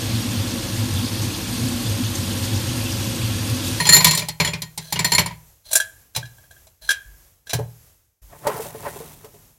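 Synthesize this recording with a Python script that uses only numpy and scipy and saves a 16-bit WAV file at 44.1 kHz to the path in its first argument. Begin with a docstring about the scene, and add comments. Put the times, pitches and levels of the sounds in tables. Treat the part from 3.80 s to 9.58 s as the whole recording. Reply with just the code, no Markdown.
"""Ice cubes clatter from a steel measuring cup into a glass tumbler on a steel kitchen counter. Each impact
excites the damped normal modes of ice, glass and counter, and the glass rings shorter as it fills.
The emptied cup clinks and is put down; a second glass is gripped and slid across the counter, scraping
by stick-slip friction. The loudest cubes overload the close microphone, and a noise gate fades the
hiss in the pauses."""
import sys
import numpy as np
from scipy import signal
from scipy.fft import rfft, irfft, next_fast_len
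from scipy.io import wavfile
from scipy.ndimage import uniform_filter1d

SR = 44100
rng = np.random.default_rng(int(sys.argv[2]) if len(sys.argv) > 2 else 0)


def dump_mix(stems):
    """Bounce the given channels to the path in sys.argv[1] as a 16-bit WAV at rate SR."""
    frames = np.atleast_2d(stems).T  # one column per channel
    limited = np.clip(frames, -1, 1)  # hard clip at full scale
    pcm = np.round(limited * 32767).astype(np.int16)
    wavfile.write(sys.argv[1], SR, pcm)


N = 254898
TIME = np.arange(N) / SR
AGE = np.arange(int(.6 * SR)) / SR   # time since an impact, s

# background hiss: f/Hz, spectral level/dB
HISS_SPECTRUM = [(150, -37), (250, -7), (475, -4.5), (1390, -10), (4380, -12), (6410, -6), (10200, -10),
                 (11600, -8.5), (15800, -7.5)]
# soft low bumps: t/s, level/dB
LOW_BUMPS = [(3.02, -43), (3.256, -36.5), (4.416, -39.5)]

# speed of the sliding glass, given as the level of its grit: t/s, level/dB
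SLIDE_SPEED = [(4.48, -46), (4.55, -57.5), (4.64, -48), (4.72, -40), (4.87, -37), (4.92, -45.5),
               (5.08, -41), (5.26, -44.5), (5.48, -58.5), (5.77, -67)]
# the hand presses the glass down: t/s, duration/s, level/dB
HAND_PUSHES = [(4.535, 0.017, -43.5), (4.67, 0.014, -24), (4.699, 0.099, -36.5), (5.053, 0.028, -35),
               (5.443, 0.021, -58)]
# fine grit under the glass: f/Hz, spectral level/dB
GRIT_SPECTRUM = [(1290, -7), (2200, -4), (2570, -7), (5410, -6), (10200, -1), (14500, -3.5), (15800, -4.5)]
# hollow resonances of a scrape or knock on the counter: f/Hz, bandwidth/Hz, gain/dB
CONTACT_PEAKS = [(417, 39, 6), (567.7, 8, 14), (703, 24, 8.5), (881, 45, 7.5), (1017, 100, 4),
                 (1866, 56, 7), (2190, 51, 2)]
# resonances of the counter sheet under friction: f/Hz, bandwidth/Hz, gain/dB
DRONE_PEAKS = [(84, 39, 3.5), (142, 17.3, 15.5)]

# counter sheet modes: f/Hz, level struck under the tumbler/dB, level struck at the side/dB, t60/s
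COUNTER_MODES = [(62, -22.5, -19, 0.58), (82.6, -10.5, -8, .28), (117.6, -8, 2, 0.4),
                 (132.7, -12.5, -1.5, 0.29), (157.5, 0, -6, 0.44), (178, -3, -13, 0.23),
                 (217.6, -8.5, -15, .15), (314, -15, -13, 0.089)]
# blows at the side of the counter: t/s, level/dB
SIDE_BLOWS = [(2.362, -29.5), (2.428, -37.5), (3.735, -21), (3.794, -28.5)]
# knocks on the counter: t/s, note level/dB, note f/Hz, tick re note/dB
COUNTER_KNOCKS = [(2.363, -26, 892, 11), (3.732, -19.5, 698, 8.5), (3.789, -21.5, 432, -12),
                  (3.796, -27, 570, -11.5), (4.652, -23, 586, -24), (4.669, -13, 597, -2),
                  (4.762, -32, 430, 1.5), (4.797, -24.5, 448, -25), (4.857, -29, 573, -11),
                  (4.948, -28, 440, -25), (5.161, -30.5, 400, -12), (5.204, -30.5, 457, -10),
                  (5.445, -36.5, 437, 2.5), (5.542, -42.5, 410, 0)]

# ice and fingers rub the cup: t/s, duration/s, friction level/dB, rim level/dB
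CUP_RUBS = [(0, 0.4, -30.5, -63), (1.002, 0.23, -44.5, -58.5), (1.26, .14, -35.5, -65.5),
            (1.848, 0.044, -48, -67), (1.914, 0.04, -32.5, -51), (3.022, 0.065, -46, -55.5)]
# cup contacts: t/s, wall level/dB, rim re wall/dB, bright rasp re wall/dB
CUP_CONTACTS = [(1.913, -36, -13.5, 12), (1.93, -25.5, -6.5, 15.5), (1.953, -18, 0.5, 12.5),
                (1.963, -26, 1.5, 12), (2, -26, 11, 7), (2.349, -29, -11, -13), (2.36, -20, -35, -31),
                (2.428, -49, 17, -10), (2.453, -44, 0, -13), (2.582, -63.5, 13.5, 4), (2.638, -65, 13.5, 1),
                (2.709, -52, 7.5, 3), (2.764, -73, 24.5, -2.5), (2.869, -50.5, -14.5, 5.5),
                (3.09, -21, 10, -4.5), (3.105, -20, 3.5, 1.5), (3.113, -34, 19.5, 4.5),
                (3.669, -43, 3, -6.5), (3.694, -30, -17.5, -0.5), (3.703, -28, -16, -11),
                (3.733, -21, -5.5, -5.5)]
# modes of the cup's rim: f/Hz, level/dB, t60/s
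RIM_MODES = [(1587.4, 5, 0.11), (1587, -5.5, 0.2), (1613, -37.5, 0.33), (1686, -3.5, 0.115),
             (3140, -26, 0.23), (3245, -10, 0.09), (3340, -15.5, 0.15)]
# modes of the cup's wall: f/Hz, level/dB, t60/s
CUP_WALL_MODES = [(2350, -9, 0.079), (2796, -10.5, .09), (3466, -1, 0.06), (3800, -3, 0.081),
                  (3960, -0.5, 0.12), (4020, 5.5, 0.063), (4160, 1.5, 0.055), (5100, -6.5, 0.12),
                  (5270, -2.5, 0.057), (5680, -6.5, 0.083), (6029, 0.5, 0.091), (7170, -12, .08),
                  (7140, -1, 0.069), (8220, -9, 0.093), (9250, -4.5, .08), (9840, -3.5, 0.1),
                  (12290, -8.5, .09), (14150, -4.5, .05)]
# resonances of the air in the cup: f/Hz, bandwidth/Hz, gain/dB
CUP_AIR_PEAKS = [(450, 60, 6.5), (635, 20, 16.5), (930, 60, 6.5)]
# resonances in the cup's bright rasp: f/Hz, bandwidth/Hz, gain/dB
RASP_PEAKS = [(5780, 70, 13), (7256, 91, 14.5), (8250, 57, 13), (9400, 100, 5), (10080, 140, 12)]

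# tumbler wall modes, shifted by packed ice: f nearly empty/Hz, f packed/Hz
TUMBLER_PITCHES = [(1873, 1825), (2010, 2040), (2330, 2335), (4257, 4295), (4280, 4335), (4400, 4485),
                   (6595, 7090), (7138, 7233), (9645, 9500), (9695, 9720), (10487, 10780), (10720, 10870),
                   (12362, 12380), (14949, 14966)]
# the same modes: level/dB, t60 nearly empty/s
TUMBLER_DECAYS = [(-9.5, 0.22), (-15, 0.075), (-14, 0.25), (3, .16), (-10.5, 0.23), (-13, 0.11),
                  (-16.5, 0.11), (0.5, .15), (-10.5, 0.16), (-12.5, .15), (-5.5, .13), (-14.5, .1),
                  (-8.5, 0.19), (-18, .14)]
# hollows of glass and counter that colour every clack: f/Hz, bandwidth/Hz, gain/dB
CLACK_PEAKS = [(413, 20, 10.5), (592, 5.7, 18), (910, 110, 5.5), (985, 46, 13), (1324, 650, -2),
               (1966, 120, 3), (2180, 320, 9.5), (3130, 190, 2.5), (4920, 160, 4)]
# cubes landing: t/s, level/dB, brittleness/dB (dull < 0 < splintery), tumbler re level/dB, cube note f/Hz
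CUBE_IMPACTS = [(.001, -10, -11.5, -14, 1875), (0.053, -5.5, -1.5, -24, 3290),
                (0.068, -1.5, 2.5, -20.5, 855), (.09, 3.5, -1, -12, 1774), (.124, -2.5, 1, -9.5, 1870),
                (.132, 3.5, 4, -12, 1926), (.145, 1.5, 4, -10.5, 2090), (.165, 4.5, 1, -22, 3840),
                (0.205, -4.5, -6, -18.5, 1012), (.244, 10, 6, -24.5, 2280), (.268, 3, 1, -20.5, 976),
                (.281, -4, 8, -15, 960), (0.309, 0.5, 4.5, -19.5, 4030), (0.333, -8, -1.5, -18.5, 1057),
                (.349, -6, 9.5, -36, 1833), (.374, -1, 6, -29, 3980), (.392, -8.5, 6.5, -25.5, 3540),
                (.42, -15, -6.5, -30, 2380), (.485, -6.5, 6.5, -27.5, 848), (.6, -1.5, -7.5, -21, 2380),
                (.647, -5.5, -3, -19, 1840), (0.673, -7.5, -3.5, -22, 3320), (0.734, -9.5, -4, -40, 2424),
                (.819, -9, 6.5, -28, 4000), (.976, -9, 7, -30.5, 850), (1.124, -3, 4.5, -21.5, 840),
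                (1.158, -12, -6.5, -24.5, 2870), (1.191, -4, -3.5, -17, 2295), (1.245, -1, 0, -14, 1864),
                (1.319, -1.5, -0.5, -14.5, 925), (1.334, -6, -3.5, -16, 950), (1.349, -9, -1.5, -6.5, 2130),
                (1.381, 4, -2, -23, 2260), (1.391, -3.5, 0.5, -13.5, 924), (1.416, -19.5, 5.5, -22.5, 2245),
                (1.46, -12, -4, -13, 942), (1.509, -32.5, -14, -23.5, 964)]


def from_db(db):
    """Amplitude grows tenfold for every 20 dB."""
    return 10 ** (np.asarray(db) / 20)


def rms_one(x):
    """Normalisation to unit mean power."""
    return x / np.sqrt(np.mean(x ** 2) + 1e-20)


def add(out, at, sound):
    """Superposition: a sound joins the mix at a time in seconds."""
    start = max(0, round(at * SR))
    out[start:start + len(sound)] += sound[:N - start]


def decay(t60):
    """Exponential damping: the amplitude falls 60 dB in t60 seconds."""
    return np.exp(-np.log(1000) * AGE / t60)


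def onset(rise_s):
    """A resonator approaches full amplitude exponentially."""
    return 1 - np.exp(-AGE / rise_s)


def ring(modes):
    """Free vibration is a sum of damped sinusoids (f/Hz, level/dB, t60/s), here of alternating sign."""
    out = np.zeros(len(AGE))
    for k, (hz, db, t60) in enumerate(modes):
        age = AGE[AGE < t60]
        out[:len(age)] += (-1) ** k * from_db(db - 60 * age / t60) * np.sin(2 * np.pi * hz * age)
    return out


def perturbed_ring(modes, detune, spread_db):
    """Each contact point loads and excites the modes a little differently."""
    chance = rng.standard_normal((len(modes), 2))
    return ring([(hz * (1 + detune * a), db + spread_db * b, t60)
                 for (hz, db, t60), (a, b) in zip(modes, chance)])


def irregular_ring(low_hz, high_hz, cycles, spread_db, count):
    """An irregular body has scattered modes; at equal Q all die in the same number of cycles."""
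    places = (np.arange(count) + rng.random(count)) / count
    pitches = low_hz * (high_hz / low_hz) ** places
    return ring(zip(pitches, rng.normal(0, spread_db, count), cycles / pitches))


def strike(times, levels_db, response):
    """A linear body answers each blow with a scaled copy of its impulse response."""
    out = np.zeros(N)
    for at, db in zip(times, levels_db):
        add(out, at, from_db(db) * response)
    return out


def bursts(times, levels_db, t60, rise_s, snap=0, snap_t60=.02):
    """Incoherent blows add in power: an envelope with a brief snap and a longer decay for each."""
    shape = (decay(t60) + snap * decay(snap_t60)) * onset(rise_s)
    return np.sqrt(strike(times, 2 * levels_db, shape ** 2))


def strokes(starts, lengths, levels_db, attack_s, release_s):
    """Envelope of driven vibration: it builds, holds through each stroke and decays."""
    out = np.zeros(N)
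    for start, length, db in zip(starts, lengths, levels_db):
        before = np.maximum(start - TIME, 0) / attack_s
        after = np.maximum(TIME - start - length, 0) / release_s
        out += from_db(db) * np.exp(-np.minimum(before + after, 20))
    return out


def band_noise(low_hz, high_hz, peaks=(), order=2):
    """Crowded modes act as a band of noise, coloured by resonant peaks; rms 1."""
    band = signal.butter(order, [low_hz, high_hz], "band", fs=SR, output="sos")
    x = signal.sosfilt(band, rng.standard_normal(N))
    for hz, width, db in peaks:
        resonance = signal.lfilter(*signal.iirpeak(hz, hz / width, fs=SR), x)
        x = x + (from_db(db) - 1) * resonance
    return rms_one(x)


def shaped_noise(spectrum):
    """White noise takes on the spectrum (f/Hz, level/dB) of its filter; rms 1."""
    hz, db = np.transpose(spectrum)
    size = next_fast_len(N)
    bins_hz = np.maximum(np.fft.rfftfreq(size, 1 / SR), 1)
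    gain = from_db(np.interp(np.log(bins_hz), np.log(hz), db))
    return rms_one(irfft(rfft(rng.standard_normal(size)) * gain, size)[:N])


def flutter(per_s, depth_db):
    """Random amplitude modulation with per_s new values a second; rms 1."""
    steps = rng.standard_normal(N)
    return rms_one(from_db(depth_db * np.interp(TIME * per_s, np.arange(N), steps)))


def background():
    """Stationary noise (hiss, a narrow high whisper, rumble) and soft bumps of one damped low mode."""
    hiss = shaped_noise(HISS_SPECTRUM) + from_db(-7) * band_noise(11150, 11900)
    rumble = band_noise(36, 105)
    bump = ring([(49, 0, .48)]) * onset(.01)
    return from_db(-54.5) * hiss + from_db(-57.5) * rumble + strike(*np.transpose(LOW_BUMPS), bump)


def kitchen(x, t60, treble_t60, wet_db, treble_db):
    """Reverberation: reflections from tiles and steel add a short dense tail in two bands."""
    low = band_noise(230, 2700)[:len(AGE)] * decay(t60)
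    high = from_db(treble_db) * band_noise(5900, 15000)[:len(AGE)] * decay(treble_t60)
    tail = (low + high) * np.clip(AGE / .011, 0, 1)
    tail /= np.sqrt(np.sum(tail ** 2))
    return x + from_db(wet_db) * signal.fftconvolve(x, tail)[:N]


def coarse_grains(per_s):
    """Shot noise: grains crack at random moments and with random strength; rms 1."""
    clicks = (rng.random(N) < per_s / SR) * rng.standard_normal(N)
    tick = irregular_ring(2526, 16100, cycles=180, spread_db=5.5, count=14)
    return rms_one(signal.fftconvolve(clicks, tick)[:N])


def sliding_glass():
    """Stick-slip friction: speed raises grit, scrape and the sheet's drone; pressure adds to the last two."""
    speed_db = np.interp(TIME, *np.transpose(SLIDE_SPEED))
    moving = np.clip((TIME - SLIDE_SPEED[0][0]) / .058, 0, 1)
    pressure = strokes(*np.transpose(HAND_PUSHES), attack_s=.014, release_s=.014)
    drone_gain = from_db(.67 * speed_db - 16.5) + from_db(-21.5) * pressure
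    drone = drone_gain * band_noise(52, 355, DRONE_PEAKS)
    scrape_gain = from_db(speed_db - 5) + pressure
    scrape = scrape_gain * band_noise(314, 1330, CONTACT_PEAKS) * flutter(90, depth_db=3.5)
    fine = shaped_noise(GRIT_SPECTRUM) * flutter(470, depth_db=3.5)
    grit = from_db(speed_db) * (fine + from_db(-13.5) * coarse_grains(per_s=290))
    return moving * (drone + scrape + grit)


def counter_blows():
    """A struck plate booms in its lowest modes; a knock gives a tick and a dull note set by the spot."""
    boom = ring([(hz, db, t60) for hz, _, db, t60 in COUNTER_MODES])
    out = strike(*np.transpose(SIDE_BLOWS), boom)
    times, note_db, note_hz, tick_db = np.transpose(COUNTER_KNOCKS)
    for at, hz, db in zip(times, note_hz, note_db):
        add(out, at, ring([(hz, db, .1)]) * onset(.00013))
    tick = bursts(times, note_db + tick_db - 8.5, t60=.088, rise_s=.0011, snap=.41, snap_t60=.009)
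    body = bursts(times, note_db + .1 * tick_db - 4.5, t60=.11, rise_s=.0031, snap=.2, snap_t60=.013)
    return out + tick * band_noise(2000, 15260) + body * band_noise(375, 920, CONTACT_PEAKS)


def cup_rubbing():
    """Forced vibration: friction drives the cup's wall and air, and makes its rim sing faintly."""
    times, lengths, friction_db, rim_db = np.transpose(CUP_RUBS)
    wall = band_noise(2200, 14000, [(3300, 120, 9), (4100, 150, 19), (6050, 57, 14), (10500, 250, 10)])
    air = from_db(-14.5) * band_noise(520, 1050, CUP_AIR_PEAKS)
    friction = strokes(times, lengths, friction_db, attack_s=.0055, release_s=.031)
    singing = strokes(times, lengths, rim_db, attack_s=.0055, release_s=.031)
    return friction * (wall + air) * flutter(250, depth_db=2.5) + singing * band_noise(1570, 1700)


def cup_clinks():
    """Close rim modes beat and linger; impacts also excite the hand-damped wall, the air and a rasp."""
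    times, wall_db, rim_db, rasp_db = np.transpose(CUP_CONTACTS)
    out = strike(times, wall_db + rim_db, ring(RIM_MODES) * onset(.00031))
    after_ring = bursts(times, wall_db + rim_db - 33, t60=.64, rise_s=.00524)
    out += after_ring * band_noise(1570, 1700)
    for at, db in zip(times, wall_db - 5):
        wall = perturbed_ring(CUP_WALL_MODES, detune=.0064, spread_db=.5)
        add(out, at, from_db(db) * wall * onset(.0015))
    air = bursts(times, .5 * (wall_db + rasp_db) - 24, t60=.076, rise_s=.00148, snap=.29, snap_t60=.007)
    clank = bursts(times, wall_db - 5, t60=.13, rise_s=.002, snap=.4, snap_t60=.019)
    rasp = bursts(times, wall_db + rasp_db, t60=.079, rise_s=.0021, snap=.55, snap_t60=.011)
    out += air * band_noise(480, 970, CUP_AIR_PEAKS)
    out += clank * band_noise(1600, 6553, [(2420, 50, 6), (3350, 39, 4)])
    return out + rasp * band_noise(5600, 13000, RASP_PEAKS) * flutter(800, depth_db=3.5)


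def tumbler_ring(at, level_db):
    """Ice climbing the wall loads a glass shell: its modes shift and are damped more strongly."""
    packed = np.clip((at - .81) / .82, 0, 1)   # 0 nearly empty, 1 packed
    modes = []
    for (empty_hz, packed_hz), (db, t60) in zip(TUMBLER_PITCHES, TUMBLER_DECAYS):
        hz = empty_hz + packed * (packed_hz - empty_hz)
        treble_db = 2 * packed * (empty_hz > 5500)
        modes.append((hz, level_db + db + treble_db, t60 * (1 - .8 * packed)))
    return perturbed_ring(modes, detune=.0016, spread_db=3)


def ice_cubes():
    """Impact excitation: each cube clacks, splinters, rings the tumbler and thuds into the counter."""
    times, level_db, brittle_db, tumbler_db, note_hz = np.transpose(CUBE_IMPACTS)
    clack_db = level_db - 17 - .91 * brittle_db   # brittle cubes clack less and splinter more
    splinter_db = level_db - 13.5 + brittle_db
    clack = bursts(times, clack_db - 2, t60=.15, rise_s=.002, snap=.12, snap_t60=.0054)
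    click = bursts(times, level_db - 16.5, t60=.085, rise_s=.0017, snap=.6, snap_t60=.0083)
    splinters = bursts(times, splinter_db - 4.5, t60=.034, rise_s=.0036, snap=.35, snap_t60=.01)
    out = clack * band_noise(290, 4300, CLACK_PEAKS)
    out += click * band_noise(3400, 6200, CLACK_PEAKS)
    out += splinters * band_noise(7500, 14000, order=3)
    for at, lump_db, chips_db in zip(times, level_db - 24.5, splinter_db - 12.5):
        lump = from_db(lump_db) * irregular_ring(2600, 7000, cycles=130, spread_db=6, count=6)
        chips = from_db(chips_db) * irregular_ring(7000, 13500, cycles=350, spread_db=7, count=5)
        add(out, at, (lump + chips) * onset(.0039))
    for at, glass_db, hz, note_db in zip(times, level_db + tumbler_db, note_hz, .74 * clack_db - 2.5):
        cube_note = ring([(hz, note_db, .06)])
        add(out, at, (tumbler_ring(at, glass_db) + cube_note) * onset(.00065))
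    thud = ring([(hz, db, t60) for hz, db, _, t60 in COUNTER_MODES])
    return out + strike(times, .72 * clack_db - 10.5, thud)


def scene():
    """The sources superpose and reverberate in the kitchen, over the background noise."""
    direct = ice_cubes() + cup_clinks() + cup_rubbing() + counter_blows() + sliding_glass()
    room = kitchen(direct, t60=.33, treble_t60=.46, wet_db=-20, treble_db=-7)
    return (room + background())[None]


def noise_gate(x, threshold_db, hold_s, fade_db_per_s):
    """A gate opens when short-time power passes a threshold, holds, then fades exponentially."""
    loud = uniform_filter1d(x[0] ** 2, size=882) > from_db(threshold_db) ** 2   # 20 ms mean
    quiet_s = TIME - np.maximum.accumulate(TIME * loud)
    gain = from_db(-fade_db_per_s * np.maximum(quiet_s - hold_s, 0))
    return x * uniform_filter1d(gain, size=441)


def record(dry):
    """Gating fades the pauses, saturation flattens the loudest peaks and a low-pass cuts the top."""
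    gated = noise_gate(dry, threshold_db=-47, hold_s=.11, fade_db_per_s=70)
    ceiling, cutoff_hz = .95, 15900
    saturated = gated / (1 + (np.abs(gated) / ceiling) ** 6) ** (1 / 6)
    return signal.sosfilt(signal.ellip(10, .1, 70, cutoff_hz, fs=SR, output="sos"), saturated)


dry = scene()
out = record(dry)
dump_mix(out)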